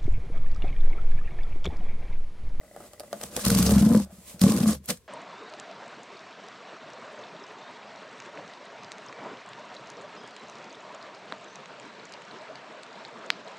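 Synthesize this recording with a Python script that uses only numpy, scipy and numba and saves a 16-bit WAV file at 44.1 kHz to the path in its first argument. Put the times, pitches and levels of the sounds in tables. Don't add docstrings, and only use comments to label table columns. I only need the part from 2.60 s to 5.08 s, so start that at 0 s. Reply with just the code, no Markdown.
import sys
import numpy as np
from scipy import signal
from scipy.fft import rfft, irfft
from scipy.io import wavfile
from scipy.ndimage import uniform_filter1d
from numba import njit

SR = 44100
rng = np.random.default_rng(int(sys.argv[2]) if len(sys.argv) > 2 else 0)


def dump_mix(stems):
    frames = np.atleast_2d(stems).T
    limited = np.clip(frames, -1, 1)
    pcm = np.round(limited * 32767).astype(np.int16)
    wavfile.write(sys.argv[1], SR, pcm)


def invert_db(x):
    u = np.asarray(x, float) / 20
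    return 10 ** u


N = 109323

# f/Hz, level/dB per Hz
AIR = [(18, -20), (30, -2), (227, -27.5), (311, -27.5), (461, -23), (822, -45), (1010, -31.5), (1130, -37),
       (16000, -48)]
AIR_DB = -57.5

MOTOR_PER_S, MOTOR_START_S, MOTOR_STOP_S = 59.94, 0.0115, 0.6
MOTOR_HZ, MOTOR_DB, MOTOR_BODY_DB = 2000, -46, -50.5

# t/s, knock level/dB, brightness/dB
TAPS = [(0.033, -43, -19), (0.112, -47, -12), (0.163, -31, -14), (0.204, -30.5, -14), (0.334, -34.5, -4.5),
        (0.397, -35, 5), (0.404, -32, -2), (0.434, -37, -8.5), (0.529, -21, -7), (0.611, -33.5, -19.5),
        (0.624, -34, -8), (0.632, -27.5, -2), (0.765, -28, 11), (1.506, -43.5, -14), (2.285, -37, -4),
        (2.302, -28, 10.5)]
# t/s, level/dB, share of the box body/dB
SLIDE = [(0, -67.5, 8.5), (.13, -60.5, 2.5), (.2, -56.5, 9), (.27, -54.5, 3.5), (.3, -62.5, -4),
         (.42, -60, 3), (.5, -59, 2.5), (.56, -54, 5), (.66, -47.5, -4.5), (.7, -60.5, 8.5),
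         (.76, -46, 1.5), (1.49, -69, 12), (1.53, -56, 1), (1.62, -58.5, -5.5), (1.7, -44.5, -10.5),
         (1.76, -58.5, 5), (2.22, -82, -4), (2.25, -57, -5.5), (2.47, -78.5, -8)]
# f/Hz, level/dB, t60/s
CORNER = [(367, -7, 0.05), (501, -9, 0.11), (589, 2.5, 0.043), (665, 1.5, 0.035), (782, -0.5, 0.014),
          (1177, 1.5, 0.012), (1444, -6, 0.0094)]
# f/Hz, level/dB per Hz
RUB = [(590, -39), (1000, 0.5), (1430, -15.5), (1960, -7), (6110, -7.5), (7790, -1), (16000, -9)]
TAP_DB, KNOCK_S, TICK_S, TICK_DB = 3.5, 0.00082, 0.0018, -3

# t/s, box drumming level/dB, fibre crackle level/dB, wall rattle level/dB
PULLS = [
    [(.66, -67, -58, 4), (.76, -46.5, -48.5, 0), (.767, -40.5, -36.5, 6.5), (.832, -44, -39.5, -8),
     (.843, -24, -31, -12), (1.1, -20, -32.5, -11.5), (1.25, -19.5, -41, -15), (1.34, -18, -43, -13),
     (1.405, -18, -44, -24), (1.45, -57, -47.5, 0)],
    [(1.8, -64, -57, -12), (1.815, -18, -34.5, -14), (1.85, -17, -35.5, -13), (1.92, -17.5, -36, -12.5),
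     (2.0, -16, -41, -22), (2.06, -22, -39, -20), (2.09, -19.5, -35, -12.5), (2.15, -36, -40, -7),
     (2.19, -46, -71, -27)],
    [(2.276, -44.5, -46.5, -28), (2.288, -32.5, -32, 0), (2.308, -27, -26.5, -2), (2.33, -38, -46.5, -14),
     (2.385, -68, -63.5, -9)],
]
# t/s, thump level/dB
FLUTES = [(0.864, -7.5), (0.913, -4), (0.959, -7.5), (0.993, -5), (1.036, -11.5), (1.064, -7), (1.095, -13),
          (1.119, -2.5), (1.163, -1.5), (1.21, -1.5), (1.224, -3), (1.262, -0.5), (1.303, -8),
          (1.315, -1.5), (1.349, -3.5), (1.367, -4.5), (1.814, -5.5), (1.836, -0.5), (1.862, -0.5),
          (1.885, -21), (1.902, -4.5), (1.927, -32), (1.964, -10.5), (1.982, -18), (2.008, -9.5),
          (2.032, -12), (2.069, -7), (2.092, -12), (2.138, -38), (2.295, -19.5)]
# t/s, thump level/dB
BUMPS = [
    (.638, -30.5),
    (0.762, -24.5),
    (1.436, -30),
    (1.524, -33.5),
    (1.582, -35.5),
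    (1.742, -28.5),
    (2.15, -26.5),
    (2.2, -35.5),
    (2.288, -23.5),
]
# t/s, lid pitch f/Hz, boom of the box air level/dB
SLIT = [(.6, 200, -1), (.86, 194, -2.5), (1.0, 196.6, -2), (1.079, 188, -4), (1.13, 208, -3),
        (1.22, 198, -9.5), (1.27, 213.7, -15), (1.33, 234.3, -22), (1.4, 199.3, -10), (1.81, 178, -5.5),
        (1.845, 203.3, -19), (1.91, 233.7, -18.5), (1.95, 223.6, -16.5), (2.0, 191, -21), (2.04, 212, -17),
        (2.08, 221.5, -10.5), (2.16, 194.4, -1), (2.3, 198.4, -9)]
# f/Hz, level/dB, t60/s
BOX_AIR = [(73.7, -2.5, 0.31), (114, -7, 0.19), (139, 7, 0.12), (194, -10.5, 0.21)]
# f/Hz, level/dB, t60/s
LID = [(209.5, 1, 0.12), (246.5, -10.5, 0.14), (295.7, -22, 0.17)]
# f/Hz, level/dB, t60/s
WALLS = [(489.6, -1, 0.081), (534, -7, 0.047), (600, -5.5, 0.042), (688, -7, 0.045), (805, -4.5, 0.022),
         (1054, -4, 0.03), (1190, -5, 0.026), (1600, -4, 0.0071)]
# t/s, level/dB
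SLAPS = [(0.775, -23), (0.866, -22), (0.886, -30), (0.916, -24), (0.929, -28), (0.948, -29), (0.962, -25.5),
         (0.984, -25), (1.028, -32), (1.058, -34), (1.064, -26.5), (1.093, -22.5), (1.115, -17),
         (1.139, -29), (1.149, -29), (1.158, -26), (1.192, -39), (1.228, -27.5), (1.272, -25), (1.297, -45),
         (1.318, -21), (1.348, -17), (1.366, -26), (1.4, -32), (1.815, -29.5), (1.84, -18.5), (1.893, -29),
         (1.92, -24), (1.957, -30), (1.986, -30), (2.003, -37), (2.013, -33), (2.032, -30), (2.039, -39.5),
         (2.059, -24.5), (2.087, -29), (2.11, -33), (2.125, -46), (2.132, -31), (2.305, -27)]
LID_REST_HZ, LID_LOW_HZ, SLACK_DAMPING = 210, 104, 3.5
PUSH_S, THUMP_DB = 0.0041, -3.5
SMALL_PER_S, SMALL_SCATTER_DB, SMALL_PUSH_S, SMALL_DB = 670, 4.5, 0.0021, -6
RATTLE_PER_S, WALL_PATCHY_DB, WALL_DRIFT = 310, 2.0, 0.039
SLAP_DB, SLAP_S = -7.5, 0.00049

# t/s, peak level/dB
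TICKS = [(0.8521, -17.5), (0.8651, -21), (0.9031, -15), (0.9167, -22.5), (0.927, -23), (0.9499, -18.5),
         (0.9739, -25), (0.9878, -19.5), (0.9965, -28), (1.0277, -18), (1.065, -18), (1.0939, -27),
         (1.1087, -20), (1.1395, -28), (1.1603, -27), (1.168, -31.5), (1.183, -28), (1.1956, -30),
         (1.2094, -32), (1.2235, -31.5), (1.2506, -31), (1.2617, -35), (1.2664, -37.5), (1.291, -34),
         (1.3076, -35), (1.3166, -37), (1.3261, -33), (1.3358, -33), (1.343, -37), (1.3516, -29.5),
         (1.3629, -33.5), (1.3754, -30.5), (1.382, -42), (1.4008, -33.5), (1.4188, -41), (1.8161, -19),
         (1.8377, -20.5), (1.858, -29), (1.867, -30), (1.8903, -40), (1.8984, -29), (1.921, -25),
         (1.9414, -35.5), (1.9656, -28.5), (1.9752, -28), (1.988, -31), (2.0033, -39), (2.0157, -33),
         (2.0258, -40), (2.0328, -43), (2.0455, -42), (2.0795, -28), (2.0883, -32), (2.0982, -30.5),
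         (2.111, -34), (2.132, -33), (2.2895, -28), (2.307, -27.5)]
# t/s, dull part level/dB, bright part level/dB
SNAPS = [
    (0.6118, -23.5, -36),
    (0.635, -20.5, -33),
    (0.7627, -23.5, -38),
    (1.7933, -30.5, -40),
    (2.241, -56.5, -39),
    (2.2571, -42, -24.5),
    (2.3715, -43.5, -52),
]
# f/Hz, level/dB per Hz
FIBRE = [(820, -13), (1400, -3), (2300, -6.5), (4140, -4), (7020, -3.5), (8770, -0.5), (10600, -4.5),
         (12500, -3.5), (15800, -12.5)]
FIBRES_PER_S, FIBRE_SCATTER_DB, FIBRE_DB, FLICKER_DB = 11000, 2.5, -2, 2
PATCHY_DB, FIBRE_LOW_DB_OCT = 2.2, 3.0
PART_S, PART_TAIL_S, PART_DB = 0.0018, 0.0016, -2.0
SKIRT_S, SKIRT_DB = 0.0098, 38.5
SNAP_S, SNAP_RISE_S, SNAP_DB, BRIGHT_HZ = 0.0028, 0.0016, -10, 8000

ROOM_T60_S, ROOM_DB = 0.11, -10.5
LAG_S, LEFT_DB, LEFT_TOP_DB = -1.5e-5, 0.8, -2.5
SPREAD_DB, WIDE_HZ, RUMBLE_SIDE_DB = -3, 2600, -10.5
MIC_LOW_HZ, TOP_HZ = 59, 15800


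def unit(x):
    return x / np.sqrt(np.mean(x ** 2))


def rms(x):
    return np.sqrt(np.mean(x ** 2))


def track(rows, col, off=None):
    rows = np.array(rows)
    return np.interp(np.arange(N) / SR, rows[:, 0], rows[:, col], left=off, right=off)


def curve(rows, col):
    return invert_db(track(rows, col, -120.0))


def colour(x, points, low_db_oct=-2.0):
    f = np.maximum(np.fft.rfftfreq(N, 1 / SR), 1)
    hz, db = np.array(points).T
    octaves_below = np.minimum(np.log2(f / hz[0]), 0)
    gain = invert_db(np.interp(np.log(f), np.log(hz), db) + low_db_oct * octaves_below)
    return irfft(rfft(x) * unit(gain), N)


def butter(x, order, hz, kind):
    return signal.sosfilt(signal.butter(order, hz, kind, fs=SR, output="sos"), x)


def ring(x, modes):
    t = np.arange(SR // 2) / SR
    h = np.zeros(len(t))
    for hz, db, t60 in modes:
        h += invert_db(db) * np.exp(-np.log(1000) * t / t60) * np.sin(2 * np.pi * hz * t)
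    return signal.fftconvolve(x, h / np.abs(h).max())[:N]


@njit
def bend(x, hz, keep):
    y, z = np.empty(len(x)), 0j
    for i in range(len(x)):
        z = z * keep[i] * np.exp(2j * np.pi * hz[i] / SR) + x[i]
        y[i] = z.imag
    return y


def decay(t60):
    return np.exp(-np.log(1000) / (t60 * SR))


def spikes(times, dbs):
    x = np.zeros(N)
    at = np.clip((np.asarray(times) * SR).astype(int), 0, N - 1)
    np.add.at(x, at, invert_db(np.asarray(dbs)))
    return x


def soften(x, seconds):
    w = np.sin(np.pi * np.clip(np.arange(800) / SR / seconds, 0, 1)) ** 2
    return np.convolve(x, w / w.sum())[:N]


def burst(x, seconds):
    return signal.lfilter([1], [1, -np.exp(-1 / (seconds * SR))], x)


def crackle(per_s, scatter_db):
    chance, sign, draw = rng.random((3, N))
    size = np.minimum(-np.log(1 - draw), 4)
    return unit((chance < per_s / SR) * np.sign(sign - 0.5) * invert_db(scatter_db * size))


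def walk(rate):
    k = int(SR / rate)
    held = np.repeat(rng.standard_normal(N // k + 1), k)
    return unit(uniform_filter1d(held, k)[:N])


def room_air():
    return [invert_db(AIR_DB) * colour(rng.standard_normal(N), AIR) for _ in range(2)]


def room(near):
    t = np.arange(SR // 2) / SR
    tails = rng.standard_normal((2, len(t))) * invert_db(-60 * t / ROOM_T60_S) * (t > 0.004)
    bright = butter(near, 1, 500, "high")
    wet = [signal.fftconvolve(bright, h / np.sqrt(np.sum(h ** 2)))[:N] for h in tails]
    return invert_db(ROOM_DB) * np.array(wet)


def motor():
    t = np.arange(MOTOR_START_S, MOTOR_STOP_S, 1 / MOTOR_PER_S)
    weak_db = -7.0 * (np.arange(len(t)) % 2)
    steps = spikes(t, 2.5 * rng.standard_normal(len(t)) + weak_db)
    shell = ring(soften(steps, 0.00057), [(MOTOR_HZ, 0, 0.025)])
    shell = butter(shell, 2, [1700, 2300], "band")
    body = ring(soften(steps, 0.00093), [(615, 0, 0.053)])
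    return shell * invert_db(MOTOR_DB) + body * invert_db(MOTOR_BODY_DB)


def fingers():
    t, db, bright_db = np.array(TAPS).T
    hits = spikes(t, db + TAP_DB)
    scuff = burst(hits, 0.009) * rng.standard_normal(N) * invert_db(-25.5)
    knock = butter(ring(soften(hits, KNOCK_S) + scuff, CORNER), 2, 400, "high")

    slide = curve(SLIDE, 1) * invert_db(1.0 * walk(41.3))
    stir = ring(crackle(900, 1.0), CORNER) + invert_db(-10.0) * ring(crackle(710, 5.0), LID)
    stir = unit(stir) * slide * curve(SLIDE, 2)

    tick_env = burst(spikes(t, db + bright_db + TICK_DB), TICK_S)
    surface = []
    for _ in range(2):
        tick = colour(tick_env * rng.standard_normal(N), FIBRE, low_db_oct=7.0)
        rub = slide * colour(crackle(11000, 1.7), RUB, low_db_oct=7.5)
        surface.append(tick + rub)
    return knock + stir, surface


def walls():
    shake = sum(curve(p, 1) * curve(p, 3) for p in PULLS) / np.sqrt(SR / 100)
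    t, level_db = np.array(SLAPS).T
    out = np.zeros(N)
    for hz, db, t60 in WALLS:
        rattle = shake * invert_db(WALL_PATCHY_DB * walk(14)) * crackle(RATTLE_PER_S, 4.7)
        share_db = 4.2 * rng.standard_normal(len(t))
        slap = soften(spikes(t, level_db + SLAP_DB + share_db), SLAP_S)
        pitch = hz * (1 + WALL_DRIFT * walk(7))
        out += invert_db(db) * bend(rattle + slap, pitch, np.full(N, decay(t60)))
    return out


def lid(x):
    pitch = track(SLIT, 1) / LID_REST_HZ
    out = np.zeros(N)
    for hz, db, t60 in LID:
        out += invert_db(db) * bend(x, hz * pitch, decay(t60 * pitch ** SLACK_DAMPING))
    return butter(out, 2, LID_LOW_HZ, "high")


def box():
    boom = invert_db(track(SLIT, 2))

    def body(x):
        return ring(x * boom, BOX_AIR) + lid(x)

    small = soften(crackle(SMALL_PER_S, SMALL_SCATTER_DB), SMALL_PUSH_S)
    drum = small / rms(body(small)) * invert_db(SMALL_DB) * sum(curve(p, 1) for p in PULLS)
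    thumps = invert_db(THUMP_DB) * soften(spikes(*np.array(FLUTES + BUMPS).T), PUSH_S)
    return body(drum - thumps) + walls()


def patchy_crackle():
    edges = [300, 2000, 4000, 6500, 10000, 18000]
    out = np.zeros(N)
    for band in zip(edges, edges[1:]):
        clicks = butter(crackle(FIBRES_PER_S, FIBRE_SCATTER_DB), 2, band, "band")
        out += invert_db(PATCHY_DB * walk(150)) * clicks
    return unit(out)


def snap(t, db):
    return invert_db(SNAP_DB) * soften(burst(spikes(t, db), SNAP_S), SNAP_RISE_S)


def fibres():
    tear = invert_db(FIBRE_DB + FLICKER_DB * walk(90)) * sum(curve(p, 2) for p in PULLS)
    t, peak_db = np.array(TICKS).T
    part = soften(burst(spikes(t - PART_S * 0.72, peak_db + PART_DB), PART_TAIL_S), PART_S)
    skirt = soften(soften(spikes(t - SKIRT_S, peak_db + SKIRT_DB), SKIRT_S), SKIRT_S)
    env = np.hypot(np.hypot(tear, part), skirt)

    t, dull_db, bright_db = np.array(SNAPS).T
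    env = env + snap(t, dull_db)
    bright = snap(t, bright_db)
    out = []
    for _ in range(2):
        paper = colour(env * patchy_crackle(), FIBRE, low_db_oct=FIBRE_LOW_DB_OCT)
        thin = butter(bright * rng.standard_normal(N), 4, BRIGHT_HZ, "high")
        out.append(paper + thin)
    return out


def ports(x, other):
    f = np.fft.rfftfreq(N, 1 / SR)
    width = f / np.hypot(f, WIDE_HZ) + invert_db(RUMBLE_SIDE_DB)
    side = irfft(rfft(other) * width, N) * invert_db(SPREAD_DB)
    left = rfft(x) * np.exp(-2j * np.pi * f * LAG_S) + rfft(side)
    left = left * invert_db(LEFT_DB + LEFT_TOP_DB * (f > 7000))
    return np.array([irfft(left, N), x - side])


def scene():
    air = room_air()
    hand, rub = fingers()
    tear = fibres()
    near = box() + tear[0] + hand + rub[0]
    direct = ports(near + air[0] + motor(), tear[1] + rub[1] + air[1])
    return direct + room(near)


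def low_pass(x):
    return signal.sosfilt(signal.butter(12, 16600, fs=SR, output="sos"), x)


def record(dry):
    mix = signal.sosfilt(signal.ellip(8, 0.3, 55, TOP_HZ, fs=SR, output="sos"), dry)
    mix = butter(mix, 3, MIC_LOW_HZ, "high")
    return low_pass(mix)


dry = scene()
out = record(dry)
dump_mix(out)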